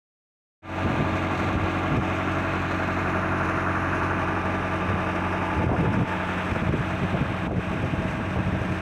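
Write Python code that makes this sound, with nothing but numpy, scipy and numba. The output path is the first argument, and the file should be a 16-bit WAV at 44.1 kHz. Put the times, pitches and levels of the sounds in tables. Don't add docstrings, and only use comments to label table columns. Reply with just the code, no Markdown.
import sys
import numpy as np
from scipy import signal
from scipy.fft import rfft, irfft, next_fast_len
from scipy.io import wavfile
from scipy.ndimage import uniform_filter1d, minimum_filter1d
from numba import njit

SR = 44100
rng = np.random.default_rng(int(sys.argv[2]) if len(sys.argv) > 2 else 0)


def digitize_waveform(pressure):
    field = np.atleast_2d(pressure).T
    bounded = np.clip(field, -1, 1)
    quanta = np.round(bounded * 32767).astype(np.int16)
    wavfile.write(sys.argv[1], SR, quanta)


N = 388521
TIME = np.arange(N) / SR
FIRING_HZ = 45.76

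# time_s, stance (0-3)
STANCE = [(2.1, 0), (2.8, .35), (3.15, .85), (4, 1), (4.5, 1.3), (5.5, 1.55), (6.1, 2), (6.45, 2),
          (6.65, 2.45), (7.3, 2.55), (7.8, 3)]
KNOCK_CYLINDER_DB = [2.5, 0, -6, 0]
CLANK_CYLINDER_DB = [4.5, -4, -3, -3]
RATTLE_CYLINDER_DB = [0, 2, -.5, -1]
CHUG_DEPTH = (1, .95, .6, .55)
# firing_multiple, stance_0_db, stance_1_db, from_stance_2_db
HUM_LINES = [(1, -44.5, -43.5, -47), (2, -33, -33, -37), (3, -41, -40, -49), (4, -37.5, -36.5, -35),
             (5, -44, -46, -55), (6, -39, -42, -49), (7, -35.5, -36, -41), (8, -46, -45, -54),
             (14, -42, -45, -43.5), (18, -53, -48, -51), (24, -48, -47, -64), (25, -54, -47, -51),
             (33, -60, -44, -58), (35, -56, -54, -47), (36, -46, -44.5, -49), (48, -56, -54, -62)]
# firing_multiple, level_db, crossing_s, half_width_s, boost_db
GEAR_WHINES = [(19, -48, 5.82, .66, 11), (26, -40.5, 3.6, .8, 3)]
# frequency_hz, gain_db
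BLOCK_SPECTRUM = [(30, -44), (65, -14), (140, -5), (370, -0.5), (500, 1.5), (700, 0.5), (1200, -3),
                  (1550, -7), (2100, -5), (2650, -13), (3100, -20), (3700, -28), (4500, -42.5),
                  (7000, -56.5)]
# pitch_hz, width_hz, boost_db
PANEL_MODES = [(1200, 60, 1), (1590, 44, 0), (2436, 56, 5.5), (3676, 54, 6.5)]
# pitch_hz, t60_s, gain_db
JINGLE_MODES = [(2410, 0.13, 1), (2540, 0.075, 8), (2707, 0.13, -0.5), (2812, 0.11, -6), (3740, .025, -11),
                (3695, 0.031, -5)]
# time_s, level_db
CLANK_LEVEL = [(2, -39.5), (2.8, -36), (3.6, -34.5), (4.1, -37.5), (4.5, -39), (5.4, -39.5), (6.2, -36.5),
               (6.9, -39), (8, -43)]
RUMBLE_DB = (-36, -34, -36.5, -51.5)
KNOCK_DB = (-33.5, -32, -35, -38)
RATTLE_DB = (-41, -41.5, -41, -45.5)
SIZZLE_DB = (-49, -57, -49.5, -52.5)
JINGLE_DB = (-46, -47.5, -49, -49.5)
SPRAY_DB = (-58, -57.5, -58, -59.5)
CASING_DB = (-49, -39, -59, -78)
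# frequency_hz, gain_db
SPRAY_SPECTRUM = [(300, 21), (1000, 16), (2600, 14.5), (3200, 4), (3800, -13), (4600, -4), (5600, -1),
                  (6400, -0.5), (7000, -6.5), (8000, -8.5), (9500, -13.5), (11000, -17.5), (13000, -22),
                  (15500, -27)]
# time_s, hollow_hz, swell_hz, swell_db, upper_hollow_hz
REFLECTION_SWEEP = [(1.7, 10800, 14300, 4, 18000), (2.7, 10500, 12700, 2, 17000),
                    (3.0, 8900, 11200, 5, 14200), (3.3, 8150, 10100, 5.5, 12900),
                    (3.95, 8000, 9900, 5.5, 13000), (4.35, 7040, 9400, 1, 11700),
                    (5.5, 6840, 9270, 2, 13500), (6.2, 6860, 7650, 3.5, 13500),
                    (8.3, 6940, 8050, 3.5, 13600)]
# time_s, level_db
FIZZ_LEVEL = [(1.7, -53), (2.1, -61), (2.6, -52), (2.95, -54), (3.3, -58), (4.1, -58), (4.8, -61),
              (5.8, -77), (6.3, -61), (7.2, -58), (7.7, -62)]
# start_s, length_s, level_db
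GUSTS = [(0.853, 0.32, -36), (1.405, 0.24, -36), (1.902, 0.13, -31.5), (4.886, 0.073, -29.5),
         (5.55, 0.084, -29), (5.67, 0.084, -20), (5.75, .3, -27), (6.664, 0.13, -33), (7.125, 0.2, -31.5),
         (7.472, 0.058, -12), (7.53, 0.069, -20.5), (7.812, 0.35, -35.5), (8.355, 0.054, -27)]
# frequency_hz, gain_db
WIND_SPECTRUM = [(25, -12.5), (50, -9.5), (80, -1.5), (130, 0), (200, -5), (310, -10.5), (500, -18.5),
                 (800, -38), (1500, -53), (4000, -83)]
# middle_s, length_s, level_db
EDDIES = [(0.86, 0.033, -18.5), (0.906, 0.026, -24), (1.013, 0.058, -20), (1.568, 0.046, -20),
          (1.636, 0.042, -25), (1.933, 0.044, -20.5), (1.986, 0.048, -17), (5.605, 0.048, -22.5),
          (5.645, 0.017, -16), (5.669, 0.0097, -11), (5.726, 0.021, -12), (5.883, 0.068, -19.5),
          (5.813, 0.084, -19), (5.979, 0.038, -17.5), (6.02, 0.067, -17), (6.524, 0.017, -16),
          (6.567, 0.016, -18), (6.629, 0.025, -17.5), (6.669, 0.024, -22.5), (6.7, 0.031, -15.5),
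          (6.743, 0.028, -17), (6.804, 0.034, -21.5), (7.038, 0.069, -23.5), (7.149, .04, -21.5),
          (7.219, 0.032, -19), (7.444, 0.03, -27), (7.589, 0.032, -19), (7.845, 0.044, -20.5),
          (7.939, 0.023, -19), (7.993, 0.042, -25), (8.055, 0.023, -21.5), (8.388, 0.064, -28),
          (8.48, 0.051, -24), (8.534, 0.027, -28), (8.617, 0.014, -20), (8.717, 0.044, -26)]
# start_s, centre_hz, decay_s, level_db
BUFFETS = [(5.609, 520, .012, -28), (5.639, 480, 0.0046, -25), (5.691, 486, 0.0097, -15),
           (5.714, 294, 0.01, -9), (5.728, 603, 0.023, -16.5), (5.797, 500, 0.0049, -25),
           (5.83, 350, .008, -22), (5.858, 556, .02, -21), (6.01, 430, 0.0061, -24),
           (7.14, 447, 0.033, -26), (7.479, 640, 0.0042, -10.5), (7.495, 596, 0.0054, -16),
           (7.509, 543, 0.008, -12.5), (7.527, 420, 0.019, -20), (8.358, 550, 0.039, -28)]


def undb(db):
    return 10 ** (np.asarray(db) / 20)


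def unit(x):
    return x / np.sqrt(np.mean(x ** 2))


def even(x, span_s):
    return unit(x / np.sqrt(uniform_filter1d(x ** 2, int(span_s * SR))))


def curves(table):
    times, *columns = np.transpose(table)
    return [np.interp(TIME, times, column) for column in columns]


def by_stance(values, stance):
    return np.interp(stance, np.arange(len(values)), values)


def wander(per_s):
    step = max(int(SR / per_s), 1)
    held = np.repeat(rng.standard_normal(N // step + 1), step)[:N]
    return unit(uniform_filter1d(uniform_filter1d(held, step), step))


def colour(x, spectrum):
    hz, db = np.transpose(spectrum)
    size = next_fast_len(N + 4096)
    bin_hz = np.maximum(np.fft.rfftfreq(size, 1 / SR), 1)
    gain = undb(np.interp(np.log(bin_hz), np.log(hz), db))
    return irfft(rfft(x, size) * gain, size)[:N]


def band(x, hz, kind, order=4):
    return signal.sosfiltfilt(signal.butter(order, hz, kind, fs=SR, output="sos"), x, padtype="even")


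def resonate(x, hz, width_hz, passes=2):
    for _ in range(passes):
        x = signal.lfilter(*signal.iirpeak(hz, hz / width_hz, fs=SR), x)
    return x


@njit
def moving_band(x, tuning, damping):
    out, mid, low = np.empty(len(x)), 0., 0.
    for i in range(len(x)):
        g, k = tuning[i], damping[i]
        passed = (mid + g * (x[i] - low)) / (1 + g * (g + k))
        mid, low = 2 * passed - mid, low + 2 * g * passed
        out[i] = k * passed
    return out


def hump(x, hz, width_hz, db):
    tuning = np.tan(np.pi * np.minimum(hz, .45 * SR) / SR)
    return x + (undb(db) - 1) * moving_band(x, tuning, width_hz / hz)


def throb(firings, cylinder_db, rise_s=.004, ring_s=.04, scatter_db=.5):
    starts = np.flatnonzero(np.diff(np.floor(firings)))
    cylinder = firings[starts + 1].astype(int) % len(cylinder_db)
    blows = np.zeros(N)
    blows[starts] = undb(np.take(cylinder_db, cylinder) + scatter_db * rng.standard_normal(len(starts)))
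    age = np.arange(SR // 5) / SR
    ring = (1 - np.exp(-age / rise_s)) * np.exp(-age / ring_s)
    power = signal.oaconvolve(blows ** 2, ring ** 2)[:N]
    return unit(np.sqrt(np.abs(power)))


def chug(firings, cylinder_db, stance):
    depth = by_stance(CHUG_DEPTH, stance)
    return unit(1 - depth + depth * throb(firings, cylinder_db))


def clatter(firings, jitter_s=.00003, loose_db=-3.5, uneven_db=4.0, patterns=10):
    cylinders = len(KNOCK_CYLINDER_DB)
    size = 2 * round(SR * cylinders / FIRING_HZ / 2)
    place = (firings / cylinders % 1) * size + jitter_s * SR * wander(90)
    bins = size // 2 + 1
    knocks = np.zeros(N)
    for k in range(patterns):
        share = np.sqrt(np.clip(1 - np.abs(TIME / TIME[-1] * (patterns - 1) - k), 0, 1))
        strengths = undb(uneven_db * rng.standard_normal(bins))
        cycle = unit(irfft(strengths * np.exp(2j * np.pi * rng.random(bins))))
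        knocks += share * np.interp(place, np.arange(size), cycle, period=size)
    loose = undb(loose_db) * rng.standard_normal(N)
    block = colour(knocks + loose, BLOCK_SPECTRUM)
    for hz, width_hz, db in PANEL_MODES:
        block = block + (undb(db) - 1) * resonate(block, hz, width_hz, passes=1)
    return block


def gear_whines(turn_away_s=5.87, fall_db_per_s=7):
    away_db = fall_db_per_s * np.maximum(TIME - turn_away_s, 0)
    return [(multiple, db - away_db + boost_db * np.exp(-((TIME - crossing_s) / half_width_s) ** 4))
            for multiple, db, crossing_s, half_width_s, boost_db in GEAR_WHINES]


def jingle(firings, scatter_db=5.0):
    starts = np.flatnonzero(np.diff(np.floor(firings)))
    age = np.arange(SR // 5) / SR
    out = 0
    for hz, t60_s, db in JINGLE_MODES:
        blows = np.zeros(N)
        signs = rng.choice([-1, 1], len(starts))
        blows[starts] = signs * undb(scatter_db * np.minimum(rng.standard_normal(len(starts)), 1))
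        ring = np.sin(2 * np.pi * hz * age) * np.exp(-np.log(1000) * age / t60_s)
        out += undb(db) * signal.oaconvolve(blows, ring)[:N]
    return out


def hum(firings, beat, stance, waver_db=.5, flutter_db=1.2, steady_share=.65):
    lines = [(multiple, by_stance(db, stance)) for multiple, *db in HUM_LINES] + gear_whines()
    pulse = steady_share + (1 - steady_share) * beat
    out = 0
    for multiple, db in lines:
        if multiple < 10:
            waver = undb(waver_db * wander(8.8))
        else:
            waver = unit(pulse * undb(flutter_db * wander(35)))
        out += np.sqrt(2) * undb(db) * waver * np.sin(2 * np.pi * (multiple * firings + rng.random()))
    return out


def engine(firings, stance, rattle_lag_firings=.3, pipe_db=-44, rasp_db=-1):
    beat = chug(firings, KNOCK_CYLINDER_DB, stance)
    rattle_beat = throb(firings - rattle_lag_firings, RATTLE_CYLINDER_DB)
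    block = clatter(firings)
    gas = colour(beat * rng.standard_normal(N), BLOCK_SPECTRUM)
    pipe = undb(pipe_db) * unit(resonate(gas, hz=639.3, width_hz=40))
    _, lower_whine_db = gear_whines()[0]
    rasp = undb(lower_whine_db + rasp_db) * unit(resonate(gas, hz=896, width_hz=165))
    clank_beat = chug(firings, CLANK_CYLINDER_DB, stance)
    clank = undb(curves(CLANK_LEVEL)[0]) * unit(clank_beat * band(block, (1330, 1830), "band"))
    layers = [(RUMBLE_DB, band(gas, 446, "low")),
              (KNOCK_DB, beat * band(block, (520, 1400), "band")),
              (RATTLE_DB, rattle_beat * band(block, (1900, 3100), "band")),
              (SIZZLE_DB, rattle_beat * band(block, 3046, "high", order=6)),
              (JINGLE_DB, jingle(firings)),
              (CASING_DB, beat * resonate(block, hz=1130, width_hz=750))]
    aimed = sum(undb(by_stance(db, stance)) * unit(layer) for db, layer in layers)
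    return hum(firings, beat, stance) + pipe + rasp + clank + aimed


def splashes(per_s=30, fall_s=0.024):
    slaps = (rng.random(N) < per_s / SR) * rng.random(N)
    return signal.lfilter([1], [1, -np.exp(-1 / (fall_s * SR))], slaps)


def paddles(firings, drops_per_s=7000, spread_db=2.5, mist_db=-1, surge_db=.5, pulse_db=0.9,
            splash_db=3.1, lag_firings=.45):
    falls = (rng.random(N) < drops_per_s / SR) * rng.choice([-1, 1], N)
    drops = falls * undb(spread_db * np.minimum(rng.exponential(size=N), 4))
    phase = 2 * np.pi * (firings - lag_firings)
    pulse = np.cos(phase) + .5 * np.cos(phase / 2)
    swell_db = surge_db * wander(35) + pulse_db * pulse + splash_db * np.minimum(splashes(), 2)
    mist = undb(mist_db) * rng.standard_normal(N)
    spray = colour((unit(drops) + mist) * undb(swell_db), SPRAY_SPECTRUM)
    return spray / np.std(band(spray, 5400, "high"))


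def spray_from_bank(spray, stance):
    hollow_hz, swell_hz, swell_db, upper_hollow_hz = curves(REFLECTION_SWEEP)
    swept = hump(spray, hollow_hz, width_hz=2600, db=-5)
    swept = hump(swept, swell_hz, width_hz=1700, db=swell_db)
    swept = hump(swept, upper_hollow_hz, width_hz=1700, db=-7)
    fizz = resonate(band(spray, 2600, "high"), hz=3880, width_hz=720)
    return undb(by_stance(SPRAY_DB, stance)) * swept + undb(curves(FIZZ_LEVEL)[0]) * unit(fizz)


def gust_force(edge_s=0.011, hold_db=-21, sag_s=0.065, freshens_s=6.8, puff_db=-38, spread_db=5):
    force = np.zeros(N)
    for start_s, length_s, db in GUSTS:
        age = np.maximum(TIME - start_s, 0)
        sag_db = max(db - hold_db, 0) * (1 - np.exp(-age / sag_s))
        force = np.maximum(force, undb(db - sag_db) * ((age > 0) & (age < length_s)))
    puffs = undb(puff_db + spread_db * np.minimum(wander(12), 1.5)) * (TIME > freshens_s)
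    return uniform_filter1d(np.maximum(force, puffs), int(edge_s * SR))


def eddy_thumps():
    return sum(undb(db) * np.cos(np.pi * np.clip((TIME - middle_s) / length_s, -.5, .5))
               for middle_s, length_s, db in EDDIES)


def wind(eddy_db=1.6, breeze_db=-40, tear_db=0.5, stall_db=-21.0, push_db=12):
    force = gust_force()
    flow = (force + undb(breeze_db)) * undb(eddy_db * wander(60))
    strength = np.hypot(flow, eddy_thumps())
    fine_eddies = unit(band(rng.standard_normal(N), (330, 800), "band", order=2))
    tearing = undb(tear_db) * strength * np.minimum(strength, undb(stall_db)) * fine_eddies
    rumble = even(colour(rng.standard_normal(N), WIND_SPECTRUM), span_s=.018)
    pressure = undb(push_db) * np.maximum(force - undb(stall_db), 0)
    return strength * rumble + tearing + pressure


def buffets(rise_s=.001, width_share=1.2, top_hz=1600):
    out = np.zeros(N)
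    age = np.arange(SR // 5) / SR
    for start_s, hz, decay_s, db in BUFFETS:
        air = band(rng.standard_normal(len(age)), top_hz, "low")
        rasp = even(resonate(air, hz, width_share * hz), span_s=.006)
        envelope = (1 - np.exp(-age / rise_s)) * np.exp(-age / decay_s)
        start = int(start_s * SR)
        out[start:start + len(age)] += undb(db) * rasp * envelope
    return out


@njit
def follow_peaks(size, release):
    out, held = np.empty(len(size)), 0.
    for i in range(len(size)):
        held = max(size[i], held * release)
        out[i] = held
    return out


def limiter(x, ceiling=0.2, release_s=0.086):
    peaks = follow_peaks(np.abs(x), np.exp(-1 / (release_s * SR)))
    gain = ceiling / np.maximum(peaks, ceiling)
    return x * uniform_filter1d(minimum_filter1d(gain, size=130), size=130)


def scene(start_firings=.42, waver_share=.0007):
    stance, = curves(STANCE)
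    firings = start_firings + np.cumsum(FIRING_HZ * (1 + waver_share * wander(3))) / SR
    diesel = engine(firings, stance)
    spray = spray_from_bank(paddles(firings), stance)
    return (diesel + spray + wind() + buffets())[None]


def record(dry, bass_hz=37, top_hz=15550, silent_s=0.62, fade_in_s=0.3, fade_out_s=0.0014):
    fade_in = np.sin(np.pi / 2 * np.clip((TIME - silent_s) / fade_in_s, 0, 1))
    fade_out = np.clip((TIME[-1] - TIME) / fade_out_s, 0, 1)
    faded = band(limiter(dry[0]), bass_hz, "high", order=3) * fade_in * fade_out
    return signal.sosfilt(signal.ellip(10, .2, 80, top_hz, fs=SR, output="sos"), faded)[None]


dry = scene()
out = record(dry)
digitize_waveform(out)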